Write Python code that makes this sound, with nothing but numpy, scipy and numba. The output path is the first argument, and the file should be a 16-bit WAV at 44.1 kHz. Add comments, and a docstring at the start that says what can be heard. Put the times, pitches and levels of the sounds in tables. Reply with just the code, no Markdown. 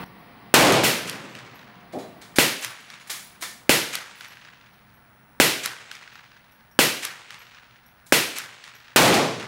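"""Outdoor range, covered firing line: a light carbine fires six times, a heavy rifle twice, close to a camera.
Each blast is a few steep pressure waves, banded noise decaying under the roof, then slaps and washes between far banks.
A steel bolt rattles and knocks, brass cases ring on concrete, over a hush, a fading rumble and wavering hums.
The microphone input overloads and a gain control ducks the background after every shot."""
import sys
import numpy as np
from scipy import signal
from scipy.fft import rfft, irfft, next_fast_len
from scipy.io import wavfile
from scipy.ndimage import uniform_filter1d, minimum_filter1d
from numba import njit

SR = 44100
rng = np.random.default_rng(int(sys.argv[2]) if len(sys.argv) > 2 else 0)


def pcm_store(signal):
    """Save signal as 16-bit PCM."""
    levels = np.round(np.clip(np.atleast_2d(signal), -1, 1) * 32767)
    wavfile.write(sys.argv[1], SR, levels.astype(np.int16).T)


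def ratio_of_db(decibels):
    """Turn decibels (scalar or array-like) into linear amplitude factors; 0 dB maps to 1."""
    return 10 ** (np.asarray(decibels, float) / 20)


N = 417627


def evened(x):
    """Scales to rms 1."""
    return x / np.sqrt(np.mean(x ** 2) + 1e-20)


def read(points, hz):
    """All columns of a table at the frequencies hz, interpolated on a log axis."""
    f, *columns = np.transpose(points)
    return [np.interp(np.log(hz + 1), np.log(f + 1), c) for c in columns]


def add(mix, start_s, sound):
    """Adds a sound in place, cut at the end of the mix."""
    part = mix[round(start_s * SR):][:len(sound)]
    part += sound[:len(part)]


def coloured(size, points, tilt_db_per_octave=0):
    """Noise of rms 1 with a spectrum, tilted about 3 kHz."""
    hz = np.fft.rfftfreq(size, 1 / SR)
    spectrum_db = read(points, hz)[0] + tilt_db_per_octave * np.log2((hz + 1) / 3000)
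    return evened(irfft(rfft(rng.standard_normal(size)) * ratio_of_db(spectrum_db), size))


def dying(t, db, t60, rise):
    """Power of a sound that starts at t = 0, swells and decays."""
    t = np.maximum(t, 0)
    return (ratio_of_db(db - 60 * t / t60) * (1 - np.exp(-t / rise))) ** 2


# band centres [Hz]
BANDS = np.geomspace(50, 16000, 16)


def banded(size):
    """White noise split in overlapping bands, each of rms 1."""
    log_hz = np.log(np.fft.rfftfreq(size, 1 / SR) + 1)
    place = np.interp(log_hz, np.log(BANDS), np.arange(len(BANDS)))
    share = np.clip(1 - abs(place - np.arange(len(BANDS))[:, None]), 0, 1)
    bands = irfft(rfft(rng.standard_normal(size)) * share, size)
    return bands / bands.std(1, keepdims=True)


def blast_wave(delay_free_t, length_s):
    """Steep pressure wave, roughened by turbulent gas."""
    u = delay_free_t / length_s
    turbulence = uniform_filter1d(rng.standard_normal(len(u)), size=5)
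    crackle = 1 + 1.2 * np.exp(-1.3 * u) * turbulence
    return -(1 - u) * np.exp(-u) * crackle


# return from banks and trees:
# (frequency [Hz], slap level [dB], wash level [dB], t60 of one wash [s], long tail level [dB], its t60 [s])
FAR = [(60, -25, -11, 1, -57.5, 1.6), (302, -45, -35.5, 0.95, -34, 1.14), (790, -36, -20, 0.87, -31, 1.31),
       (1830, -3, -1.5, 0.68, -45, 2.61), (2640, -16, -0.5, 0.16, -20.5, 1.23),
       (4480, -2, -5, 0.47, -43.5, 2.01), (7100, -21, 2.5, 0.17, -30, 1.115),
       (10700, -5.5, -5.5, 0.34, -42.5, 0.52), (15300, -33, -12, 0.36, -49, .8)]
AGAIN_FROM_S, AGAIN_S, AGAIN_DB = .5, .2405, -6.5  # distant returns cross once more between two banks
SLAP_S, SMEAR_S_PER_S = 0.0011, 0.0012  # slap time scale, its growth with path time
WASH_RISE_S = 0.0072
DULL_DB_PER_S, DULL_MOST_DB, WASH_DULL_LEAST_DB = 72.5, 32.5, 2  # loss at 10 kHz, grows with path time


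def far_returns(t, echoes, tail_db, tail_tilt_db, clear_s):
    """Band powers of washes with long tail, and of slaps; treble loss grows with the path beyond clear_s."""
    hz = BANDS[:, None]
    slap_colour_db, wash_colour_db, wash_t60, long_db, long_t60 = read(FAR, hz)
    far = dying(t, long_db + tail_db + tail_tilt_db * np.log2(hz / 2000), long_t60, .05)
    slaps = np.zeros_like(far)
    again = [(delay + AGAIN_S, slap_db + AGAIN_DB, wash_db + AGAIN_DB)
             for delay, slap_db, wash_db in echoes if delay > AGAIN_FROM_S]
    for delay, slap_db, wash_db in echoes + again:
        dull_db = min(DULL_DB_PER_S * (delay - clear_s), DULL_MOST_DB)
        start = round(delay * SR)
        span = slice(start, start + 20000)
        after = t[span] - delay
        wash_loss_db = max(dull_db, WASH_DULL_LEAST_DB) * hz / 10000
        far[:, span] += dying(after, wash_db + wash_colour_db - wash_loss_db, wash_t60, WASH_RISE_S)
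        # the crack returns as a short burst
        burst = np.exp(-(after / (SLAP_S + SMEAR_S_PER_S * delay) - 1) ** 4 * 2)
        slaps[:, span] += ratio_of_db(2 * (slap_db + slap_colour_db - dull_db * hz / 10000)) * burst
    # reflectors thin out with distance
    scatter = evened(uniform_filter1d(rng.standard_normal(len(t)), 160))
    far *= ratio_of_db(np.clip(9 * t, 2, 5) * scatter)
    return far, slaps


# noise common to all shots of a gun: (time after shot [s], share [0..1])
LIKENESS = [(0, 1), (.05, 1), (.2, 0.54), (1.6, 1)]
SLAP_LOSS_DB_PER_S = 1200  # per s of lag: the further the muzzle turns away, the weaker the slap


def gun(shots, blast, near, echoes, tail_db, tail_tilt_db, knee_s, fall_db_per_s, clear_s):
    """Blast waves, roof reverberation and echoes; the place answers each shot nearly alike."""
    t = np.arange(70000) / SR
    close = dying(t, *read(near, BANDS[:, None]))
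    close = close / ratio_of_db(2 * fall_db_per_s * np.maximum(t - knee_s, 0))  # decay bends at the knee
    far, slaps = far_returns(t, echoes, tail_db, tail_tilt_db, clear_s)
    place = banded(len(t))
    same = np.clip(np.interp(t, *np.transpose(LIKENESS)), 0, 1)
    out = np.zeros(N)
    for start_s, blast_db, echo_db, lag_s in shots:
        turned_slaps = slaps / ratio_of_db(2 * SLAP_LOSS_DB_PER_S * lag_s)
        late = ratio_of_db(2 * echo_db) * np.roll(far + turned_slaps, round(lag_s * SR), axis=1)
        noise = same * place + np.sqrt(1 - same ** 2) * banded(len(t))
        shot = (noise * np.sqrt(close + late)).sum(0)
        for delay_s, wave_db, length_s in blast:
            add(shot, delay_s, ratio_of_db(wave_db) * blast_wave(t[:1000], length_s))
        add(out, start_s, ratio_of_db(blast_db) * shot)
    return out


# (time [s], gain of the whole shot [dB], further echo gain [dB], echo lag as the muzzle turns away [s])
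CARBINE_SHOTS = [(0.8358, 2.5, -4.5, 0.002), (2.3853, 0.5, 0.3, 0.0028), (3.6940, 1, 0.7, 0.0011),
                 (5.4004, 2, 0.5, 0.0001), (6.7903, 1, 0, 0.002), (8.1234, 0.5, -0.1, 0.003)]
# pressure wave, bounces off bench and ground: (delay [s], level [dB], length [s])
CARBINE_BLAST = [(0, 19, .00028), (.0005, 24, .0004), (.0021, 13, .0008), (.0036, 18, .0005),
                 (.0049, 12, .00015), (.0058, 10, .0005)]
# reverberation under the roof: (frequency [Hz], level [dB], t60 [s], rise [s])
CARBINE_NEAR = [(59.7, -40, 0.7, .01), (185, -16, 0.42, 0.0069), (480, -14.5, 0.5, 0.0021),
                (845, -16, 0.38, 0.0019), (1544, -12.5, 0.53, 0.0025), (2260, -7.5, 0.49, 0.0015),
                (4570, -10, 0.55, 0.0017), (6960, -10.5, 0.39, 0.0025), (11000, -9.5, 0.43, 0.0055),
                (15500, -12.5, .4, .001)]
# reflectors: (delay [s], slap level [dB], wash level [dB])
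CARBINE_ECHOES = [(0.23, -58, -22), (.258, -8.5, -37), (0.513, -18, -37), (0.551, -22.5, -41),
                  (0.675, -29, -47.5), (.704, -35, -48.5), (0.9647, -37.5, -54)]


def carbine():
    """Light gun: several close wave bounces; roof decay slows past the knee."""
    return gun(CARBINE_SHOTS, CARBINE_BLAST, CARBINE_NEAR, CARBINE_ECHOES,
               tail_db=0.0, tail_tilt_db=2.5, knee_s=0.24, fall_db_per_s=-7, clear_s=0.33)


# (time [s], gain of the whole shot [dB], further echo gain [dB], echo lag [s])
RIFLE_SHOTS = [(0.5408, 0.077, .1, .0001), (8.9609, 0.11, 0.14, .0001)]
# pressure wave and bounce: (delay [s], level [dB], length [s])
RIFLE_BLAST = [(0, 26.8, 0.00034), (.0032, 8.9, 0.00033)]
# reverberation under the roof: (frequency [Hz], level [dB], t60 [s], rise [s])
RIFLE_NEAR = [(62, -10.5, 0.93, 0.074), (128, 10.5, 0.63, 0.038), (215, 12.5, 0.51, 0.041),
              (450, 18, 0.58, 0.1), (885, 14.5, 0.63, 0.03), (1620, 8, 0.63, .003),
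              (2228, 10.5, 0.66, 0.0039), (4400, 2.5, 0.88, 0.0056), (7000, -0.5, 0.78, 0.00077),
              (11220, -3.5, 0.63, 0.00055), (15500, -9.5, .4, .001)]
# reflectors: (delay [s], slap level [dB], wash level [dB])
RIFLE_ECHOES = [(0.181, 3, -12.5), (0.4364, -10, -18)]


def rifle():
    """Heavy gun: strong low reverberation; past the roof's end it dies faster."""
    return gun(RIFLE_SHOTS, RIFLE_BLAST, RIFLE_NEAR, RIFLE_ECHOES,
               tail_db=9.0, tail_tilt_db=-6.5, knee_s=0.084, fall_db_per_s=16, clear_s=0.19)


# spectrum off a distant slope: (frequency [Hz], density [dB per Hz])
SLOPE_COLOUR = [(59, -44), (100, -12), (290, -3.5), (546, -9), (641, -2.5), (807, -12), (2500, -49.5),
                (3250, -64), (5500, -120)]


def slope_echo():
    """One low, smeared return of the rifle: dull noise, fast rise, exponential decay."""
    out = np.zeros(N)
    power = dying(np.arange(20000) / SR, db=-24.5, t60=0.54, rise=.01)
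    add(out, 1.931, coloured(20000, SLOPE_COLOUR) * np.sqrt(power))
    return out


# bolt and handling: (time [s], level [dB], brightness [dB per octave], ring level relative to it [dB],
# frequency near which the struck part rings [Hz])
CLACKS = [(1.922, -32, -2.5, -14, 4300), (1.985, -30, -2, -12, 4320), (2.212, -29.5, -2, -20.5, 4580),
          (2.358, -15.5, 0.5, -28, 9000), (2.362, -20, 3, -19, 9160), (2.998, -39.5, 4, -2, 8000),
          (3.07, -27, 1.2, -20, 10800), (3.095, -18.5, -2.5, -34, 3400), (3.0997, -10.5, 1.5, -26, 10800),
          (3.134, -27, -17, -13, 3400), (3.402, -36.5, -2.5, -17, 9000), (3.41, -21, 3, -17, 9000),
          (3.422, -14.5, -0.6, -14.5, 1894), (3.46, -36, 1.5, -12.5, 1800), (8.061, -34, 4.5, -19.5, 9100)]
# steel modes: (frequency [Hz], level [dB], t60 [s])
STEEL = [(1010, -4, .25), (1800, 2, .3), (3450, 2, .3), (3960, 0, .3), (4620, -2, .3), (6900, 0, .15),
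         (8820, -2, .07), (10850, 0, .25), (11200, -2, .13)]
# clatter spectrum: (frequency [Hz], density [dB per Hz])
CLACK_COLOUR = [(180, -41), (300, -16.5), (1300, -5.5), (1970, -3), (2280, -1.5), (2570, -8.5), (3520, -4),
                (10700, -10), (16000, -19.5)]
SCRAPE_RISE_S, SCRAPE_DB, SHARPEN_DB_PER_DB = 0.0043, -32, .9  # knocks louder than a scrape start faster


def bolt():
    """Steel scrapes and knocks: an uneven rattle rings modes near the part hit, then the roof reverberates."""
    t = np.arange(20000) / SR
    out = np.zeros(N)
    for start_s, db, tilt_db, ring_db, part_hz in CLACKS:
        rise = SCRAPE_RISE_S / ratio_of_db(SHARPEN_DB_PER_DB * max(db - SCRAPE_DB, 0))
        modes = np.zeros(len(t))
        for hz, level_db, t60 in STEEL:
            off_part_db = 9 * abs(np.log2(hz / part_hz))
            modes += ratio_of_db(level_db - off_part_db - 60 * t / t60) * np.sin(2 * np.pi * hz * t)
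        rattle = rng.standard_normal(4000) ** 3 * np.sqrt(dying(t[:4000], 0, .25, .001))  # cubed: spiky
        ring = signal.fftconvolve(rattle, modes)[:len(t)]
        uneven = ratio_of_db(11.0 * evened(uniform_filter1d(rng.standard_normal(len(t)), 25)))
        direct_power = uneven * dying(t, -12.0, 0.081, rise)
        roof_power = dying(t, -13.0, 0.46, rise + 0.0032)
        clatter = coloured(len(t), CLACK_COLOUR, tilt_db) * np.sqrt(direct_power + roof_power)
        add(out, start_s, ratio_of_db(db) * (clatter + ratio_of_db(ring_db) * ring / abs(ring).max()))
    return out


def cases(bounces, brass, tick_db, twin_db):
    """Thin brass tube hits concrete: faint tick and split pairs of modes, unsteady as it tumbles."""
    t = np.arange(20000) / SR
    out = np.zeros(N)
    for start_s, db, low_db in bounces:
        ring = np.zeros(len(t))
        for (hz, twin_hz, t60), level_db in zip(brass, (0, low_db)):
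            pair = np.sin(2 * np.pi * hz * t) + ratio_of_db(twin_db) * np.sin(2 * np.pi * twin_hz * t)
            ring += ratio_of_db(level_db - 60 * t / t60) * pair
        tumble = ratio_of_db(3.5 * evened(uniform_filter1d(rng.standard_normal(len(t)), 120)))
        onset = 1 - np.exp(-t / 0.00093)
        tick = np.diff(rng.standard_normal(len(t) + 1)) * np.sqrt(dying(t, tick_db, 0.13, .002))
        add(out, start_s, ratio_of_db(db - 7.5) * (ring * tumble * onset + tick))
    return out


# bounces: (time [s], level before a common 7.5 dB cut [dB], low pair relative to high pair [dB])
SMALL_CASES = [(.057, -59, 1), (.1825, -58, -10), (1.291, -51, -8), (1.5464, -48, -15), (1.925, -65, -8),
               (2.168, -60, -8), (2.8, -46, -3), (3.568, -61, -11), (4.2767, -42, -1), (4.73, -58, -8),
               (4.9377, -58.5, -12), (5.918, -48, -7), (6.13, -51, -8), (6.5124, -53, -4),
               (6.712, -54.5, 2), (7.3886, -44, -8), (7.8595, -51, -4), (8.748, -46, 2)]
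# high and low pair of modes: (frequency [Hz], twin frequency [Hz], t60 [s])
SMALL_BRASS = [(12500, 12630, .3), (5480, 5710, .18)]


def small_cases():
    """Small brass: mode pairs an octave or so apart, clear tick."""
    return cases(SMALL_CASES, SMALL_BRASS, tick_db=-1.5, twin_db=2.0)


# bounces: (time [s], level before a common 7.5 dB cut [dB], low pair relative to high pair [dB])
LARGE_CASES = [(2.61, -32, 0.1), (3.2271, -46, 0.1), (4.1565, -44, 0.1)]
# high and low pair of modes: (frequency [Hz], twin frequency [Hz], t60 [s])
LARGE_BRASS = [(14720, 14790, .45), (10490, 10530, .7)]


def large_cases():
    """Large brass: longer ring of closer mode pairs, weak tick."""
    return cases(LARGE_CASES, LARGE_BRASS, tick_db=-14, twin_db=3.5)


# steady outdoor hush: (frequency [Hz], density [dB per Hz])
AIR = [(15, -48.5), (25, -13.5), (118, 3), (203, 2), (386, -12.5), (954, -2.5), (1060, -7.5), (1480, -2.5),
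       (4860, -29), (5670, -22), (7160, -41.5), (10000, -20), (12000, -39.5), (15600, -63.5), (22000, -120)]
AIR_DB = -54.5
# distant engine-like rumble: (frequency [Hz], density [dB per Hz])
RUMBLE = [(35, -35), (60, -10.5), (103, -7), (196, -3.5), (323, -14.5), (523, -18), (606, -22), (771, -15),
          (1140, -16), (1650, -28), (1810, -17.5), (2870, -27), (5000, -33), (6500, -66.5), (11000, -120)]
RUMBLE_DB, RUMBLE_HOLD_S, RUMBLE_FADE_DB_PER_S = -46.5, 2, 4  # steady, then moving off
# (frequency [Hz], width [Hz], level [dB], share of the rumble's dB level added to it [0..1])
HUMS = [(122, 14, -62, 0.023), (707.4, 20, -14, 1), (1130, 14, -19.5, 0.97)]


def background():
    """Shaped noise as hush and fading rumble; narrow noise bands as wavering hums."""
    size = next_fast_len(N)
    fading_s = np.maximum(np.arange(N) / SR - RUMBLE_HOLD_S, 0)
    rumble_db = RUMBLE_DB - RUMBLE_FADE_DB_PER_S * fading_s
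    out = ratio_of_db(AIR_DB) * coloured(size, AIR)[:N]
    out += ratio_of_db(rumble_db) * coloured(size, RUMBLE)[:N]
    for hz, width_hz, db, follows in HUMS:
        narrow = 1 / (1 + (2 * (np.fft.rfftfreq(size, 1 / SR) - hz) / width_hz) ** 2)
        hum = evened(irfft(rfft(rng.standard_normal(size)) * narrow, size))[:N]
        out += ratio_of_db(db + follows * rumble_db) * hum
    return out


# low amplifier noise: (frequency [Hz], density [dB per Hz])
FLUTTER = [(15, -10.5), (30, -8.5), (60, 1), (100, -2), (200, -33.5)]
FLUTTER_DB = -65.5
WHINE_HZ, WHINE_DB = 15700, -60.5


def electronics():
    """The camera's own low amplifier noise and thin sine whine."""
    whine = ratio_of_db(WHINE_DB) * np.sin(2 * np.pi * WHINE_HZ * np.arange(N) / SR)
    return whine + ratio_of_db(FLUTTER_DB) * coloured(next_fast_len(N), FLUTTER)[:N]


def scene():
    """Sum of all sources, one channel."""
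    guns = carbine() + rifle() + slope_echo()
    metal = bolt() + small_cases() + large_cases()
    return (guns + metal + background())[None]


@njit
def duck(over_db, attack, hold, release, creep, share):
    """Gain cut [dB]: falls fast, holds, recovers; a slow memory keeps gain lower through a string of shots."""
    out, now, slow, wait = np.zeros(len(over_db)), 0., 0., 0.
    for i in range(len(over_db)):
        wait -= 1
        if over_db[i] > now:
            now += attack * (over_db[i] - now)
            wait = hold
        elif wait < 0:
            now -= release * now
        slow += creep * (now - slow)
        out[i] = now + share * slow
    return out


def sagged(x, time_constant_s):
    """A coupling capacitor lets flat tops droop: first-order high-pass."""
    r = np.exp(-1 / (time_constant_s * SR))
    return signal.lfilter([r, -r], [1, -r], x)


def band_limit(x):
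    """A steep low-pass at the top of the band."""
    return signal.sosfilt(signal.butter(12, 17000, fs=SR, output="sos"), x)


def record(dry):
    """Microphone stage overloads and droops; gain control ducks; converter clips; low-pass limits the band."""
    low_cut = signal.cheby1(4, 1, 114, "high", fs=SR, output="sos")  # the capsule passes no deep bass
    overloaded = np.clip(signal.sosfilt(low_cut, dry[0]), -1.1, 1.1)
    drooped = sagged(sagged(overloaded, 0.0012), 0.0057) + electronics()
    peak = -minimum_filter1d(-abs(drooped), size=90, origin=44)  # over the past 2 ms
    over_db = np.maximum(20 * np.log10(peak + 1e-6) + 9.0, 0)  # threshold -9 dB
    cut_db = duck(over_db, attack=1 / (0.0028 * SR), hold=.38 * SR, release=1 / (.4 * SR),
                  creep=1 / (4. * SR), share=0.074)
    ducked = drooped / ratio_of_db(cut_db)
    ducked = ducked * ratio_of_db(13 * (np.arange(N) < .041 * SR))  # the first 41 ms are 13 dB louder
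    converted = np.clip(ducked, -.73, .73)
    limited = signal.oaconvolve(converted, signal.firwin(255, 15900, fs=SR), "same")
    return band_limit(limited[None])


dry = scene()
out = record(dry)
pcm_store(out)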